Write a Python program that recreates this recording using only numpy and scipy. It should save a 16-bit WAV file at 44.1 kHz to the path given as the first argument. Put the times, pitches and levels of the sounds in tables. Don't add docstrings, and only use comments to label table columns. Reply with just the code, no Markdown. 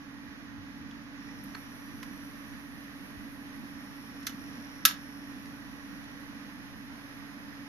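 import sys
import numpy as np
from scipy import signal
from scipy.fft import rfft, irfft
from scipy.io import wavfile
from scipy.ndimage import uniform_filter1d

SR = 44100
rng = np.random.default_rng(int(sys.argv[2]) if len(sys.argv) > 2 else 0)


def dump_mix(stems):
    frames = np.atleast_2d(stems).T
    limited = np.clip(frames, -1, 1)
    pcm = np.round(limited * 32767).astype(np.int16)
    wavfile.write(sys.argv[1], SR, pcm)


N = 338952
TIME = np.arange(N) / SR
FREQS = np.maximum(np.fft.rfftfreq(N, 1 / SR), 1)

# pitch_hz, level_db, left_minus_right_db
HUM_TONES = [(48.8, -65.5, 6), (102, -68.5, 10), (125.7, -64, -7), (148, -65, -7), (200.4, -62.5, -3),
             (268.4, -63, -1), (281.6, -49.5, -2.5), (297.5, -59, -11.5), (335, -72.5, -10),
             (343, -78, -20), (681, -74, -10), (814, -92, 25), (836, -71.5, -18), (888, -71.5, 16),
             (1122, -69, 4), (1250, -70.5, 30), (1372, -70, -4), (1493, -69.5, -7), (1610, -68.5, -17),
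             (1654, -67, -41), (1740, -77, -11), (1750, -88, -27)]
# frequency_hz, relative_density_db
RUMBLE_SPECTRUM = [(15, -4), (35, -10), (65, -7), (100, -4), (165, -5), (205, 1.5), (250, 4), (300, -3.5),
                   (330, -9.5), (365, -17.5), (500, -119.5)]
# frequency_hz, relative_density_db
WHIRR_SPECTRUM = [(220, -35), (380, -10), (440, -4.5), (597, -6), (790, -7), (850, -4.5), (937, -7),
                  (1020, -3), (1420, -4.5), (1880, 1), (2090, -4.5), (3210, -11.5), (4460, -14.5),
                  (5620, -14.5), (7000, -21), (9100, -150), (15400, -120)]
# frequency_hz, relative_density_db
SIZZLE_SPECTRUM = [(6000, -80), (8500, 2.5), (9700, 20.5), (11000, 14), (12000, 18.5), (12700, 16.5),
                   (13300, -24), (14000, -18)]
# frequency_hz, left_minus_right_db
BALANCE = [(60, -3.5), (110, 2), (200, -3), (370, -5), (680, -2.5), (1240, -10.5), (2270, -6.5), (4150, 1),
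           (7610, -0.5), (13900, 0)]
# frequency_hz, correlation
CORRELATION = [(60, -0.9), (86, -0.12), (120, -0.87), (180, 0.32), (260, 0.98), (370, 0.59), (530, 0.36),
               (760, 0.26), (1100, 0.37), (1580, -0.019), (2270, -0.5), (3260, -0.47), (4690, -0.32),
               (6740, -0.018), (9690, -0.3), (13900, 0.84)]
# time_s, level_db, centre_hz
LOW_BUMPS = [(.29, -49, 80), (.60, -47, 85), (.82, -53.5, 70), (2.35, -48, 210), (2.74, -57, 85),
             (3.19, -49, 75), (4.34, -42, 200), (4.858, -52, 125)]
# start_s, thud_db, body_db,
# snap_db, top_db, t60_s, low_mode_hz, low_mode_db, high_mode_hz, high_mode_db
IMPACTS = [(.911, -70, -57, -50, -76, 0.024, 3000, -48, 3380, -45),
           (1.436, -80, -80, -70, -47, 0.072, 10400, -62, 11800, -60),
           (1.5481, -39, -31, -44, -68, 0.02, 1590, -30, 4300, -35),
           (1.5512, -42, -35, -45, -68, 0.021, 1000, -39, 4400, -42),
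           (2.0286, -51, -37.5, -40.5, -46, 0.041, 1040, -38, 1930, -38),
           (4.229, -70, -54, -49, -78, 0.033, 2650, -56, 4040, -55),
           (4.2668, -53, -30.5, -25.5, -29, 0.044, 1530, -39, 6080, -31.5),
           (4.293, -65, -50, -47, -43, 0.03, 2980, -42, 6030, -54),
           (4.8516, -40, -16, -9.5, -7.5, 0.038, 1314, -16, 3700, -14.5),
           (4.8562, -45, -23, -19, -14, 0.035, 1950, -22, 4150, -22),
           (5.456, -70, -48, -50, -72, 0.028, 2300, -58, 3900, -55),
           (5.765, -70, -62, -59, -74, 0.03, 2650, -64, 3800, -63),
           (6.04, -68, -58, -53, -76, 0.028, 2650, -62, 4000, -58)]
# low_hz, high_hz, left_minus_right_db
CLICK_REGISTERS = [(1280, 2240, -11), (2530, 6860, -0.5), (10100, 16300, 0.5)]
# pitch_hz, level_re_register_db, t60_s
CASE_MODES = [(1314, -17, .12), (1560, -20, .1), (1806, -23, .075), (2023, -19, .06), (2686, -14, .05),
              (2918, -23, .09), (4250, -18, .04), (4789, -18, .045), (5098, -24, .08), (6202, -25, .07),
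              (6347, -21, .045), (10127, -19, .04), (12450, -12, .035), (13250, -19, .035)]
# pitch_hz, level_re_body_db, t60_s
DRAWER_MODES = [(990, -32, .28), (1117, -31, .22)]
# frequency_hz, t60_s
ROOM_DECAY = [(200, 0.048), (1300, 0.26), (4000, 0.19), (8000, 0.16), (13000, 0.13)]
# time_s, turns_per_s, brush_ring_hz, strain_fraction
SERVO_MOTION = [(1.17, 34, 5530, .87), (1.4, 42, 5540, .87), (1.58, 44.45, 5650, .9),
                (2.05, 44.85, 5720, .8), (2.5, 44.2, 5880, .8), (2.95, 43.7, 5480, .8),
                (3.6, 43.58, 5495, .1), (4.26, 43.45, 5485, 0), (4.32, 43.35, 5520, .95),
                (4.62, 43.55, 5540, .95), (4.82, 44.0, 5560, .95), (4.98, 43.86, 5530, .35),
                (5.25, 43.8, 5530, .55), (5.7, 44.35, 5690, .85), (6.15, 44.15, 5690, .9),
                (6.6, 43.3, 5250, 1), (7.69, 43.1, 5060, .9)]
# time_s, level_db
WHINE_LEVEL = [(1.2, -61.5), (1.6, -64), (2.2, -65.5), (2.55, -70), (2.95, -78), (3.45, -75), (3.75, -64),
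               (4.2, -61.5), (4.7, -59.5), (5.1, -61), (5.6, -68), (6.1, -69.5), (6.5, -72), (7.69, -67.5)]
# place_in_turns, relative_level_db
COMMUTATOR = [(0, 0), (.3336, -3), (.6664, -4.5)]
# pitch_ratio, relative_level_db
BRUSH_RESONANCES = [(.893, -14), (1, 0), (1.05, -14), (1.12, -17)]

DRAWER_START_S, DRAWER_RISE_S = 1.14, 0.33
CUTOFF_HZ = 13600


def from_db(db):
    return 10 ** (np.asarray(db) / 20)


def rms_one(x):
    return x / np.sqrt(np.mean(x ** 2) + 1e-20)


def in_time(rows):
    times, *columns = np.transpose(rows)
    return [np.interp(TIME, times, column) for column in columns]


def at_hz(points, hz):
    frequencies, values = np.transpose(points)
    return np.interp(np.log(hz), np.log(np.maximum(frequencies, 1)), values)


def pan(side_db):
    gains = from_db(np.array([[.5], [-.5]]) * side_db)
    return gains / np.sqrt(np.mean(gains ** 2, axis=0))


def ramp(start_s, length_s):
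    return np.clip((TIME - start_s) / length_s, 0, 1)


def drift(corner_hz):
    return rms_one(irfft(rfft(rng.standard_normal(N)) / (1 + (FREQS / corner_hz) ** 2), N))


def band(x, low_hz, high_hz, order=2):
    edges_hz = [low_hz, min(high_hz, SR / 2 - 100)]
    return signal.sosfilt(signal.butter(order, edges_hz, "band", fs=SR, output="sos"), x)


def noise(spectrum, ripple_db=0, ripple_hz=20):
    mid, side = rfft(rng.standard_normal((2, N)))
    correlation = np.clip(at_hz(CORRELATION, FREQS), -.95, .95)
    pair = np.sqrt(1 + correlation) * mid + np.sqrt(1 - correlation) * side * [[1], [-1]]
    grid = np.arange(0, SR / 2, 20)
    ripple = np.interp(FREQS * 20 / ripple_hz, grid, rng.standard_normal(len(grid)))
    colour = from_db(at_hz(spectrum, FREQS) + ripple_db * ripple)
    return rms_one(irfft(pair * colour * pan(at_hz(BALANCE, FREQS)), N))


def crackle(envelope, low_hz, high_hz):
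    grains = rms_one(rng.standard_normal(len(envelope)) + rng.standard_normal((2, len(envelope))))
    return band(grains * envelope, low_hz, high_hz, order=3) * np.sqrt(SR / 2 / (high_hz - low_hz))


def motor_hum(wow=0.000808, waver_db=1.0, left_delay_s=.00015):
    clock = TIME + wow * np.cumsum(drift(2.0)) / SR - left_delay_s * np.array([[1], [0]])
    out = np.zeros((2, N))
    for hz, db, side_db in HUM_TONES:
        tone = np.sqrt(2) * np.sin(2 * np.pi * (hz * clock + rng.random()))
        out += tone * pan(side_db) * from_db(db + waver_db * drift(2.0))
    return out


def bearing(rumble_db=-49, wander_db=1.5, whirr_db=-51, rise_db=1, flutter_db=.5):
    rumble = from_db(rumble_db + wander_db * drift(5.5)) * noise(RUMBLE_SPECTRUM)
    level_db = whirr_db + rise_db * ramp(DRAWER_START_S, DRAWER_RISE_S) + flutter_db * drift(3.5)
    whirr = from_db(level_db) * noise(WHIRR_SPECTRUM, ripple_db=1.5, ripple_hz=18)
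    return rumble + whirr


def drive_sizzle(rest_db=-70, run_db=-61.5, fade_db_per_s=0.5, flicker_db=.9):
    running_db = run_db - fade_db_per_s * (TIME - DRAWER_START_S)
    level_db = rest_db + ramp(DRAWER_START_S, DRAWER_RISE_S) * (running_db - rest_db)
    return from_db(level_db + flicker_db * drift(12)) * noise(SIZZLE_SPECTRUM)


def low_bumps(half_width_s=0.016, band_ratio=1.25):
    out = 0
    for time_s, db, hz in LOW_BUMPS:
        thump = rms_one(band(rng.standard_normal(N), hz / band_ratio, hz * band_ratio))
        swell = np.exp(-((TIME - time_s) / half_width_s) ** 2)
        out = out + from_db(db) * swell * thump
    return out * pan(1.5)


def latches(rise_s=0.0013, crack_db=6.0, crack_s=0.0011):
    out, t = np.zeros((2, N)), TIME[:SR // 4]
    rise = 1 - np.exp(-t / rise_s)
    first_contact_db = crack_db * np.exp(-(t / crack_s) ** 2)
    radiation = signal.butter(6, 1100, "high", fs=SR, output="sos")
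    for start_s, thud_db, body_db, snap_db, top_db, t60_s, low_hz, low_db, high_hz, high_db in IMPACTS:
        register_db, hit = [body_db, snap_db, top_db], 0
        envelope = rise * from_db(first_contact_db - 60 * t / t60_s)
        for db, (low, high, side_db) in zip(register_db, CLICK_REGISTERS):
            hit = hit + from_db(db) * pan(side_db) * crackle(envelope, low, high)
        for hz, db, mode_t60_s in CASE_MODES:
            register = sum(hz > high for _, high, _ in CLICK_REGISTERS[:2])
            swing = np.sin(2 * np.pi * (hz * t + rng.random() + rng.random((2, 1)) / 3))
            decay = from_db(db + register_db[register] - 60 * t / mode_t60_s)
            hit += decay * pan(at_hz(BALANCE, hz)) * swing * rise
        hit = signal.sosfilt(radiation, hit)
        for hz, db, mode_t60_s in DRAWER_MODES:
            swing = np.sin(2 * np.pi * (hz * t + rng.random()))
            hit += from_db(db + body_db - 60 * t / mode_t60_s) * pan(-2.2) * swing * rise
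        for hz, db in (low_hz, low_db), (high_hz, high_db):
            swing = np.sin(2 * np.pi * (hz * t + rng.random()))
            hit += from_db(db) * pan(at_hz(BALANCE, hz)) * envelope * swing
        hit += from_db(thud_db) * crackle(envelope, 170, 1030)
        start = round(start_s * SR)
        out[:, start:start + len(t)] += hit[:, :N - start]
    return out


def room(x, wet_db=-14, build_up_s=0.012):
    t, tail = TIME[:SR // 2], 0
    edges_hz = np.geomspace(100, CUTOFF_HZ, 8)
    for low, high in zip(edges_hz, edges_hz[1:]):
        t60_s = at_hz(ROOM_DECAY, np.sqrt(low * high))
        tail = tail + band(rng.standard_normal((2, len(t))), low, high) * from_db(-60 * t / t60_s)
    onset = 1 - np.exp(-(t / build_up_s) ** 2)
    response = rms_one(tail * onset) / np.sqrt(len(t))
    return from_db(wet_db) * signal.fftconvolve(x, response, axes=1)[:, :N]


def servo(free_t60_s=.03, strained_t60_s=.0075, gear_hz=4.7, gear_wow=.0016, jitter=.0012,
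          rasp_db=1.8, slip_s=.000012, build_up_cycles=5):
    turns_per_s, ring_hz, strain = in_time(SERVO_MOTION)
    whine_db, = in_time(WHINE_LEVEL)
    t60_s = free_t60_s + strain * (strained_t60_s - free_t60_s)
    wobble = gear_wow * np.cos(2 * np.pi * gear_hz * TIME) + jitter * drift(22.0)
    turns = np.cumsum(turns_per_s * (1 + wobble)) / SR
    quadrature = np.array([[0], [np.pi / 2]])
    whine = 0
    for place, segment_db in COMMUTATOR:
        turn, fraction = np.divmod(turns + 1 - place, 1)
        age_s = fraction / turns_per_s
        strength, slip = rng.standard_normal((SR, 2))[turn.astype(int)].T
        phase = 2 * np.pi * ring_hz * (age_s + slip_s * slip)
        swing = sum(from_db(db) * np.sin(ratio * phase + quadrature) for ratio, db in BRUSH_RESONANCES)
        onset = 1 - np.exp(-age_s * ring_hz / build_up_cycles)
        decay = from_db(segment_db + rasp_db * strain * strength - 60 * age_s / t60_s)
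        whine = whine + swing * onset * decay
    running_power = uniform_filter1d(np.mean(whine ** 2, axis=0), SR // 8)
    whine = whine / np.sqrt(running_power)
    return whine * ramp(start_s=1.17, length_s=.035) * from_db(whine_db) * pan(1.5)


def rattle(start_s=4.868, level_db=-36.5, t60_s=0.21, contacts_per_s=170, contact_s=0.00095, uneven_db=4):
    t = TIME[:SR // 4]
    strengths = from_db(uneven_db * rng.standard_normal(len(t)))
    impulses = strengths * (rng.random(len(t)) < contacts_per_s / SR)
    contacts = rms_one(signal.lfilter([1], [1, -np.exp(-1 / (contact_s * SR))], impulses + 1e-18))
    envelope = contacts * from_db(level_db - 60 * t / t60_s)
    chatter = crackle(envelope, low_hz=950, high_hz=5500) * pan(-2.5)
    start = round(start_s * SR)
    return np.pad(chatter, [(0, 0), (start, N - start - len(t))])


def scene():
    clicks = latches() + rattle()
    machinery = motor_hum() + bearing() + servo() + drive_sizzle()
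    return machinery + clicks + room(clicks) + low_bumps()


def record(dry, notch_hz=7950, notch_width_hz=900):
    notched = signal.lfilter(*signal.iirnotch(notch_hz, notch_hz / notch_width_hz, fs=SR), dry)
    low_pass = signal.ellip(10, .2, 80, CUTOFF_HZ, fs=SR, output="sos")
    return signal.sosfilt(low_pass, np.tanh(notched))


dry = scene()
out = record(dry)
dump_mix(out)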